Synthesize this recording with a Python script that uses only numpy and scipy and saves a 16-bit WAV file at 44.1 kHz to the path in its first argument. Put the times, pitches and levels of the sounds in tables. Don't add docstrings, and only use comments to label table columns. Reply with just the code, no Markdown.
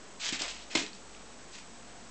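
import sys
import numpy as np
from scipy import signal
from scipy.fft import rfft, irfft
from scipy.io import wavfile
from scipy.ndimage import uniform_filter1d

SR = 44100
rng = np.random.default_rng(int(sys.argv[2]) if len(sys.argv) > 2 else 0)


def to_wav(s):
    ch = np.atleast_2d(s).T
    pcm = np.round(np.clip(ch, -1, 1) * 32767)
    wavfile.write(sys.argv[1], SR, pcm.astype(np.int16))


def boost(x):
    u = np.asarray(x, float) / 20
    return 10 ** u


N = 92610
T = np.arange(N) / SR


def curve(table, hz):
    table_hz, table_db = np.array(table, float).T
    return np.interp(np.log(hz), np.log(table_hz), table_db)


def unit(x):
    return x / np.sqrt(np.mean(x ** 2))


def ring(x, hz, t60):
    pole = np.exp(2j * np.pi * hz / SR - np.log(1000) / (t60 * SR))
    return signal.lfilter([1], [1, -pole], x).imag


def walk(rate_hz):
    hold = int(SR / rate_hz)
    levels = np.repeat(rng.standard_normal(N // 20), hold)[:N]
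    return unit(uniform_filter1d(levels, hold))


def push(at, db, length):
    u = np.clip((T - at) / length, 0, 1)
    return boost(db) * 2 * np.sin(np.pi * u) ** 2 / (length * SR)


# f/Hz, density/dB
AIR_SPECTRUM = [(30, -23), (90, -14.5), (210, -1.5), (400, -2.5), (750, -5), (1500, -9.5), (4000, -20.5),
                (8000, -19)]


def house_air():
    hz = np.maximum(np.arange(N // 2 + 1) * SR / N, 1)
    noise = rfft(rng.standard_normal(N)) * boost(curve(AIR_SPECTRUM, hz))
    return unit(irfft(noise, N)) * boost(-54 + 0.91 * walk(8.8))


# f/Hz, level/dB, t60/s
HUMS = [(47.74, -65, 2.5), (120.8, -73.5, .5), (194.4, -68, 1.1), (234.6, -68, .7), (697.2, -70, 2.5)]


def appliance_hums():
    return sum(unit(ring(rng.standard_normal(N), hz, t60)) * boost(db) for hz, db, t60 in HUMS)


def camera_whine():
    WHINE_HZ, WHINE_DB = 7867.1, -58.5
    FLIP_HZ, FLIP_SHARPNESS = 14.985, 15
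    flip = np.tanh(FLIP_SHARPNESS * np.sin(2 * np.pi * FLIP_HZ * T))
    return flip * np.sin(2 * np.pi * WHINE_HZ * T) * boost(WHINE_DB)


# t/s, rise/s, hold/s, level/dB, depth/dB (extra rumble of the deep litter)
STROKES = [(.1945, .006, .03, -40, -10), (.208, .038, .048, -33.5, -9), (.323, .001, .01, -32, -2),
           (.338, .004, .02, -38, -2), (.3893, .004, .022, -36, -7), (.412, .007, .004, -34, 0),
           (.42, .01, .034, -39.5, 10), (.474, .008, .034, -40, -7), (.53, .01, .03, -47, -8),
           (.575, .02, .04, -51, -6), (.695, .02, .045, -43, 0), (.7503, .0012, .004, -26, 0),
           (.764, .008, .024, -32, 0), (.80, .01, .022, -40, 1), (.845, .01, .025, -49, -4),
           (.93, .004, .022, -53, -6), (1.13, .02, .03, -60, -4), (1.518, .022, .018, -46.5, -8),
           (1.577, .006, .005, -47.5, -8)]


def stroke_effort(deep):
    SETTLE_T60_S = 0.1
    power = 0
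    for at, rise, hold, db, depth_db in STROKES:
        u = T - at
        settle = boost(-60 * np.maximum(u - rise - hold, 0) / SETTLE_T60_S)
        shape = np.clip(u / rise, 0, 1) * settle
        power = power + (shape * boost(db + deep * depth_db)) ** 2
    return np.sqrt(power)


# f/Hz, density/dB
GRAIN_SPECTRUM = [(320, -21), (700, -7.5), (1400, -10.5), (2200, -2), (3300, -2), (4800, -4), (6300, -9.5),
                  (8000, -3)]


def litter():
    GRAINS_PER_S, GRAIN_SPREAD_DB, GRAIN_Q = 4500, 2.5, 2.4
    CLUMPS_PER_S, CLUMP_DB = 300, 0.6
    DEEP_BELOW_HZ = 1100
    clump = boost(CLUMP_DB * walk(CLUMPS_PER_S))
    fine, deep = 0, 0
    for hz in 320 * 2 ** (np.arange(15) / 3):
        when, sign = rng.random((2, N))
        size = boost(GRAIN_SPREAD_DB * rng.exponential(size=N))
        clicks = (when < GRAINS_PER_S / SR) * (sign - 0.5) * size
        peak = signal.iirpeak(hz, GRAIN_Q, SR)
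        rung = signal.lfilter(*peak, signal.lfilter(*peak, clicks))
        band = unit(rung) * boost(curve(GRAIN_SPECTRUM, hz)) * np.sqrt(hz)
        low = 1 / (1 + (hz / DEEP_BELOW_HZ) ** 4)
        fine = fine + (1 - low) * band
        deep = deep + low * band
    crackle = fine * stroke_effort(0) + deep * stroke_effort(0.84)
    return clump * crackle / np.std(clump * (fine + deep))


def room(x):
    T60_S, LEVEL_DB, TOP_HZ = 0.23, -10.5, 6020
    t = T[:SR // 2]
    onset = np.clip(t / 0.011 - 0.5, 0, 1)
    tail = rng.standard_normal(len(t)) * boost(-60 * t / T60_S) * onset
    tail = signal.lfilter(*signal.butter(1, TOP_HZ, fs=SR), tail)
    tail = tail / np.sqrt(np.sum(tail ** 2))
    return boost(LEVEL_DB) * signal.fftconvolve(x, tail)[:N]


# t/s, level/dB, f/Hz
TICKS = [(0.253, -29.5, 4590), (0.259, -29.5, 5250), (0.29, -20.5, 3240), (0.4204, -20, 4820),
         (0.4221, -27.5, 2890), (0.487, -33, 5060), (0.504, -39.5, 4200), (.746, -39, 4200),
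         (0.763, -20.5, 5020), (.7795, -27, 2920), (0.9321, -33.5, 4475), (0.949, -40.5, 5400),
         (1.149, -40, 2790), (1.588, -49, 2500), (0.754, -19, 3390)]


def grain_ticks():
    TICK_T60_S = 0.008
    return sum(ring(push(at, db, 0.5 / hz), hz, TICK_T60_S) for at, db, hz in TICKS)


# t/s, level/dB, contact/s
KNOCKS = [(0.324, -17, .0035), (.409, -30.5, 0.00073), (0.419, -37, 0.00047), (.7513, -24, .0002),
          (.7545, -20, .00022), (0.7527, -15.5, 0.0019), (0.7628, -23, 0.00088), (.776, -29.5, 0.00079),
          (.788, -26, .0015), (.814, -24.5, .002), (.828, -29, .002), (.838, -29, .002),
          (.914, -39.5, 0.0023), (0.429, -35, 0.0013)]
# f/Hz, level/dB, t60/s
TRAY_MODES = [(106, -21.5, 0.023), (206.7, -22.5, .06), (290.8, -8.5, .06), (322.8, -13, 0.064),
              (410.5, -16.5, 0.09), (659, -9.5, 0.027), (1030, -6, 0.018), (1450, -11, 0.012),
              (2128, -2, 0.037), (2500, -13, 0.037), (3160, -20, 0.075), (3580, -7, 0.0084),
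              (4200, -0.5, 0.066), (5270, 2, .025)]


def tray_knocks():
    RADIATES_ABOVE_HZ, BENDS_ABOVE_HZ = 210, 500
    force = sum(push(*knock) for knock in KNOCKS)
    force = signal.lfilter(*signal.butter(2, RADIATES_ABOVE_HZ, "high", fs=SR), force)
    out = 0
    for k, (hz, db, t60) in enumerate(TRAY_MODES):
        sign = (-1) ** (k * (hz > BENDS_ABOVE_HZ))
        out = out + sign * boost(db) * ring(force, hz, t60)
    return out


def scene():
    near = litter() + tray_knocks() + grain_ticks()
    wet = near + room(near)
    background = house_air() + appliance_hums() + camera_whine()
    return (wet + background)[None]


def top_cut(x):
    return signal.sosfilt(signal.butter(12, 9320, fs=SR, output="sos"), x)


def record(dry):
    RATE_UP, RATE_DOWN = 160, 441
    STEP, OFFSET_STEPS = 1 / 181, 0.07
    EDGE_HZ, EDGE_WIDTH_HZ, EDGE_SHAPE = 8000, 1186, 5.3
    hz = np.arange(N // 2 + 1) * SR / N
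    count = N * RATE_UP // RATE_DOWN
    low = irfft(rfft(dry[0])[:count // 2 + 1], count) * count / N
    steps = STEP * np.floor(low / STEP + OFFSET_STEPS)
    images = np.tile(np.fft.fft(steps), 2)[:len(hz)]
    edge = signal.windows.kaiser(1001, EDGE_SHAPE).cumsum()[::-1]
    edge_hz = EDGE_HZ + EDGE_WIDTH_HZ * np.linspace(-1, 1, len(edge))
    edge = np.interp(hz, edge_hz, edge / edge[0])
    mix = irfft(images * edge, N)[None] * N / count
    return top_cut(mix)


dry = scene()
out = record(dry)
to_wav(out)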